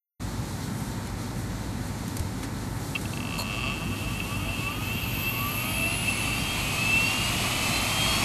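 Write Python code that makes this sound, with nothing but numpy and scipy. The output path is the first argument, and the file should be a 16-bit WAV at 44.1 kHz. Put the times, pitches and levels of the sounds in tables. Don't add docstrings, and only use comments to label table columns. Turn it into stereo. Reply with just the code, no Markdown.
import sys
import numpy as np
from scipy import signal
from scipy.fft import rfft, irfft, next_fast_len
from scipy.io import wavfile
from scipy.ndimage import map_coordinates

SR = 44100
rng = np.random.default_rng(int(sys.argv[2]) if len(sys.argv) > 2 else 0)


def dump_mix(stems):
    frames = np.atleast_2d(stems).T
    limited = np.clip(frames, -1, 1)
    pcm = np.round(limited * 32767).astype(np.int16)
    wavfile.write(sys.argv[1], SR, pcm)


N = 363384

# f/Hz, level/dB
VENT_COLOUR = [(20, -47), (32, -28), (50, -3), (75, -10), (110, -6.5), (250, -8), (400, -19.5), (620, -24),
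               (850, -21), (1200, -26), (1700, -28), (2000, -28), (2900, -38), (5000, -61), (14000, -60)]
# f/Hz, level/dB
HISS_COLOUR = [(1500, -25), (2800, -6.5), (3700, 1), (4000, 2), (4350, 2.5), (4800, -2), (5500, -1.5),
               (7400, -1), (9400, -5.5), (14000, -10)]
# f/Hz, level/dB
HUM_TONES = [(52, -46.5), (99.8, -40), (119.7, -43), (500.4, -61), (572.4, -61), (900.6, -55),
             (1327, -58.5), (1475, -59.5)]
# t/s, half length/s, level/dB
HAND_RUBS = [(.52, 0.059, -55), (0.805, 0.097, -47), (1.398, 0.036, -48), (1.866, .05, -52),
             (2.11, 0.058, -57), (2.96, 0.38, -49.5), (4.25, 0.55, -47.5)]
# t/s, relative level/dB, t60/s, low-pass f/Hz
HAND_CLICKS = [(1.072, -34, .025, 6000), (2.0802, -31, .014, 14000), (2.1682, -23.5, 0.025, 14000),
               (2.195, -27.5, 0.027, 14000), (2.4306, -30.5, 0.14, 1200), (3.012, -39, .08, 14000)]
# f/Hz, level/dB
HAND_COLOUR = [(300, -10), (1500, 0.5), (4000, -1), (9000, 5.5), (13000, 1.5), (15000, -13)]
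# t/s, relative level/dB
CURRENT_JOLTS = [(2.9505, 8), (2.953, 16), (2.9545, 12), (2.9593, 17.5), (2.962, 11), (2.9633, 11),
                 (4.2023, 15.5)]
# f/Hz, width/Hz, level/dB
BODY_MODES = [(661, 46, -8.5), (1150, 55, -2.3), (1260, 45, -7.5), (2210, 40, -12), (2307, 70, -11.5),
              (2600, 120, -7), (2674, 92, 2.1), (2792, 110, -7.5), (3080, 330, -11), (3222, 90, -7.2),
              (3494, 186, -27), (3760, 120, -24), (4330, 110, -17.5), (4537, 45, -15), (4735, 55, -11.5),
              (5460, 240, -24), (6785, 780, -30), (7884, 1080, -32)]
# t/s, lag/steps
STEP_LAG = [(3.96, 0), (4.2, 1)]
# t/s, relative level/dB
LATCH_HITS = [(3.38, -6), (3.388, -0.5), (3.398, -1.5), (3.406, -7), (3.419, -7)]
# f/Hz, width/Hz, level/dB
LATCH_RING = [(650, 400, -1.5), (1000, 200, 0), (4305, 170, 10.5), (7000, 350, -2), (8350, 500, -6),
              (10000, 900, -10), (11950, 600, -6)]
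# f/Hz, width/Hz, level/dB
STATOR_MODES = [(10230, 280, 2.3), (10620, 260, -6), (11412, 60, 3), (11420, 350, -6), (12000, 600, -5.5),
                (12365, 70, 1), (12550, 380, 0), (13400, 800, -10.5)]
BEARING_FLAWS = [(2.598, {12: 6, 14: 8, 15: 6, 16: 7, 18: 4, 19: 5, 21: 3}),
                 (4.404, {7: 7, 9: 6, 10: 10, 12: 6, 15: 4, 17: 6, 18: 3, 20: 6, 21: 6, 26: 5, 28: 5}),
                 (3.536, {12: 14, 16: 6, 18: 5, 19: 5, 29: 9})]
FLAW_LEVELS = [-41.5, -41.5, -45]
# t/s, half length/s, dip/dB
BEARING_LULLS = [(4.78, .03, -9), (6.16, .03, -8), (6.52, .045, -8)]
# multiple of the commutation rate, relative level/dB
WHINE_PARTIALS = [(1, -24.5), (2, -25), (3, -21.2), (4, -26), (13 / 3, -36.5), (14 / 3, -39), (5, -32),
                  (16 / 3, -38), (17 / 3, -40), (6, -33), (7, -39)]
# f/Hz, width/Hz, level/dB
HUB_MODES = [(661, 50, -18), (1145, 42, -8), (1245, 40, -16), (1390, 70, -21), (2030, 70, -20),
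             (2210, 50, -20), (2674, 84, 1), (2580, 150, -14), (2800, 110, -12), (3000, 300, -24),
             (3216, 62, -6), (3500, 160, -22), (4110, 50, -8), (4345, 70, -7), (4555, 55, -4.5),
             (4715, 60, -6), (5200, 350, -17), (5500, 130, -9), (6520, 300, -22)]
# f/Hz, level/dB
AIR_COLOUR = [(300, -4), (480, -10), (700, 0), (950, -4.5), (1200, 0.5), (1600, -13), (2200, -0.5),
              (2620, 1), (3000, -7), (3450, -6.5), (4500, -7), (5700, -14), (6500, -7.5), (7100, -12),
              (8000, -7.5), (9200, -15.5), (10400, -11.5), (12400, -17), (14000, -28)]
# t/s, half length/s, level/dB
PING_SWELLS = [(4.68, 0.012, -27), (5.595, 0.022, -27.5), (6.09, 0.023, -24)]

SPIN_S = 3.042
FREE_RATE = 1993.6


def amp(db):
    return np.exp(np.asarray(db) * np.log(10) / 20)


def unit(x):
    return x / np.sqrt(np.mean(x ** 2) + 1e-20)


def clock():
    return np.arange(N) / SR


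def wobble(rate, size=8):
    knots = rng.standard_normal(int(N * rate / SR) + 4)
    at = np.arange(len(knots) * size) / size
    return np.interp(clock() * rate, at, map_coordinates(knots, [at]))


def filtered(x, response):
    size = next_fast_len(N + SR // 2)
    return irfft(rfft(x, size) * response(np.fft.rfftfreq(size, 1 / SR)), size)[:N]


def noise(colour):
    hz, db = np.transpose(colour)
    white = rng.standard_normal(N)
    return unit(filtered(white, lambda f: amp(np.interp(np.log(f + 1), np.log(hz + 1), db))))


def ring(x, modes, size=16384):
    f = np.fft.rfftfreq(size, 1 / SR)
    power = sum(amp(db) ** 2 / (1 + (2 * (f - hz) / width) ** 2) ** (3 / 2) for hz, width, db in modes)
    fold = np.r_[1, np.full(size // 2 - 1, 2), np.zeros(size // 2)]
    cepstrum = irfft(np.log(power) / 2) * fold
    return signal.oaconvolve(x, irfft(np.exp(rfft(cepstrum))))[:N]


def decay(s, t60):
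    age = clock() - s
    return (age >= 0) * amp(-60 * np.clip(age / t60, 0, 5))


def swell(s, length):
    return np.exp(-((clock() - s) / length) ** 2)


def overtones(cycles, lifts, count=40, size=4096):
    k = np.arange(count)
    lines = (k > 0) * amp([lifts.get(n, 0) for n in k]) * np.exp(2j * np.pi * rng.random(count))
    return np.interp(cycles % 1 * size, np.arange(size), irfft(lines, size) * size / 2)


def office(rumble_db=-33.5, hiss_db=-46.0, drift_rad=0.86, flicker_db=1.5):
    hum = sum(amp(db) * np.sqrt(2) * np.sin(2 * np.pi * hz * clock() + drift_rad * wobble(4))
              for hz, db in HUM_TONES)
    rumble = amp(rumble_db) * noise(VENT_COLOUR)
    hiss = amp(hiss_db + flicker_db * wobble(14)) * noise(HISS_COLOUR)
    return rumble + hiss + hum


def handling(click_db=-4, bump_db=-18, bump_hz=85, bump_s=2.202):
    scrape = noise(HAND_COLOUR)
    clicks = sum(amp(db) * decay(s, t60) * unit(signal.lfilter(*signal.butter(1, hz, fs=SR), scrape))
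                 for s, db, t60, hz in HAND_CLICKS)
    rubs = scrape * sum(amp(db) / (1 + ((clock() - s) / length) ** 2) for s, length, db in HAND_RUBS)
    bump = -np.sin(2 * np.pi * bump_hz * (clock() - bump_s)) * decay(bump_s, t60=0.13)
    return amp(click_db) * clicks + rubs + amp(bump_db) * bump


def jolts(chop_hz=2850, half_length_s=0.00017):
    t = np.arange(-SR // 500, SR // 500) / SR
    window = np.exp(-(t / half_length_s) ** 2)
    squeak = 2 * window / window.sum() * np.cos(2 * np.pi * chop_hz * t)
    push = np.zeros(N)
    for s, db in CURRENT_JOLTS:
        push[round(s * SR)] += amp(db)
    return np.convolve(push, squeak, "same")


def kick(gain_db=-24, band_hz=(2500, 5500)):
    return amp(gain_db) * signal.lfilter(*signal.butter(2, band_hz, "band", fs=SR), jolts())


def rotor(time_constant_s=6.013, drag_per_s2=111.4, worst_rate=71, drag_span=169.1):
    rates = np.linspace(0, FREE_RATE, N, endpoint=False)
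    head_drag = drag_per_s2 * np.exp(-((rates - worst_rate) / drag_span) ** 2)
    acceleration = (FREE_RATE - rates) / time_constant_s - head_drag
    reached_s = SPIN_S + np.cumsum(rates[1] / acceleration)
    rate = np.interp(clock(), reached_s, rates)
    count = np.cumsum(rate) / SR - .021
    return rate, count, (count - np.round(count)) / (rate + 1e-6)


def handover(start_s=3.705, length_s=0.076):
    return np.clip((clock() - start_s) / length_s, 0, 1)


def current(rate, start_db=7.5, rise_db_per_s=8, run_db=4.8, sag_power=2.4):
    latch_dip_db = 4 * swell(3.45, 0.044)
    push_db = start_db + rise_db_per_s * (clock() - SPIN_S) - latch_dip_db
    return amp(push_db + handover() * (run_db - push_db)) * (1 - rate / FREE_RATE) ** sag_power


def motor(rate, count, uneven_db=1.5, scatter_s=1.4e-5):
    steps = count - np.interp(clock(), *np.transpose(STEP_LAG))
    nearest = np.round(steps).astype(int)
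    slip, accent = rng.standard_normal((nearest.max() + 1, 2))[nearest].T
    late_s = (steps - nearest) / (rate + 1e-6) + scatter_s * slip
    ticks = np.sinc(late_s * SR) * np.exp(-(late_s * SR / 8) ** 2)
    pulses = ticks * current(rate) * amp(uneven_db * accent)
    return ring(pulses + jolts() + bearings(rate, count), BODY_MODES)


def latch(ring_db=-18.0, crack_db=-26):
    contacts = sum(amp(db) * decay(s, t60=.05) for s, db in LATCH_HITS)
    cracks = sum(amp(db) * decay(s, t60=.008) for s, db in LATCH_HITS)
    rattle = ring(contacts * rng.standard_normal(N), LATCH_RING)
    return amp(ring_db) * rattle + amp(crack_db) * cracks * rng.standard_normal(N)


def chopper(rate, count, offset_s, gain_db=-28.5, spray_db=-1, fade_db_per_octave=1.5):
    switch_hz, sideband, jitter_rad = 20000, 14, .65
    burst_s, loudest_rate = 0.00028, 560
    falling = np.cos(2 * np.pi * (switch_hz * clock() - sideband * count) + jitter_rad * wobble(380))
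    rising = np.cos(2 * np.pi * (switch_hz - sideband * rate) * offset_s + jitter_rad * wobble(250))
    smear = 1 + .7 * wobble(1500)
    spray = amp(spray_db) * rng.standard_normal(N)
    bursts = np.exp(-(offset_s / burst_s) ** 2) * (falling * smear + rising + spray)
    octaves = np.abs(np.log2(rate / loudest_rate + 1e-6))
    return amp(gain_db - fade_db_per_octave * octaves) * handover() * ring(bursts, STATOR_MODES)


def bearings(rate, count, grind_db=-25, waver_db=2, low_cut_hz=1900, loudest_rate=820, fall_db=4):
    turns = count / 12
    tones = sum(amp(db + waver_db * wobble(10)) * overtones(hits * turns, lifts)
                for (hits, lifts), db in zip(BEARING_FLAWS, FLAW_LEVELS))
    tones = signal.sosfilt(signal.butter(2, low_cut_hz, "high", fs=SR, output="sos"), tones)
    lull_db = sum(db * swell(s, length) for s, length, db in BEARING_LULLS)
    grind = amp(grind_db) * rng.standard_normal(N)
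    octaves = np.log2(rate / loudest_rate + 1e-6)
    return amp(-fall_db * octaves ** 2) * (amp(lull_db) * tones + grind)


def magnet_whine(rate, count, db_per_decade=35, unity_rate=1000):
    tones = np.zeros(N)
    for multiple, db in WHINE_PARTIALS:
        flutter_db = 1.3 if db > -30 else 3
        tones += amp(db + flutter_db * wobble(16)) * np.cos(2 * np.pi * multiple * count)
    return ring(amp(db_per_decade * np.log10(rate / unity_rate + 1e-6)) * tones, HUB_MODES)


def pings(rate, count, mode_hz=2678):
    return sum(amp(db) * swell(s, length)
               * np.sin(2 * np.pi * mode_hz * count / np.interp(s, clock(), rate))
               for s, length, db in PING_SWELLS)


def windage(rate, level_db=-27.0, at_rate=1100, db_per_decade=50, flutter_db=.5):
    speed_db = db_per_decade * np.log10(rate / at_rate + 1e-6)
    return amp(level_db + speed_db + flutter_db * wobble(16)) * noise(AIR_COLOUR)


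def desk_echoes(x, wet_db=-18, predelay_s=.0037, t60=.14):
    tail = rng.standard_normal(SR // 4) * decay(predelay_s, t60)[:SR // 4]
    return x + amp(wet_db) * signal.fftconvolve(x, tail / np.linalg.norm(tail))[:N]


def scene():
    rate, count, offset_s = rotor()
    drive = (kick() + motor(rate, count) + pings(rate, count) + magnet_whine(rate, count)
             + chopper(rate, count, offset_s) + windage(rate) + latch())
    mono = desk_echoes(drive) + handling() + office()
    return np.array([mono, mono])


def record(dry, open_s=0.196, fade_s=0.015, top_hz=14000):
    fade_in = np.clip((clock() - open_s) / fade_s, 0, 1)
    return np.array([filtered(side * fade_in, lambda hz: hz < top_hz) for side in dry])


dry = scene()
out = record(dry)
dump_mix(out)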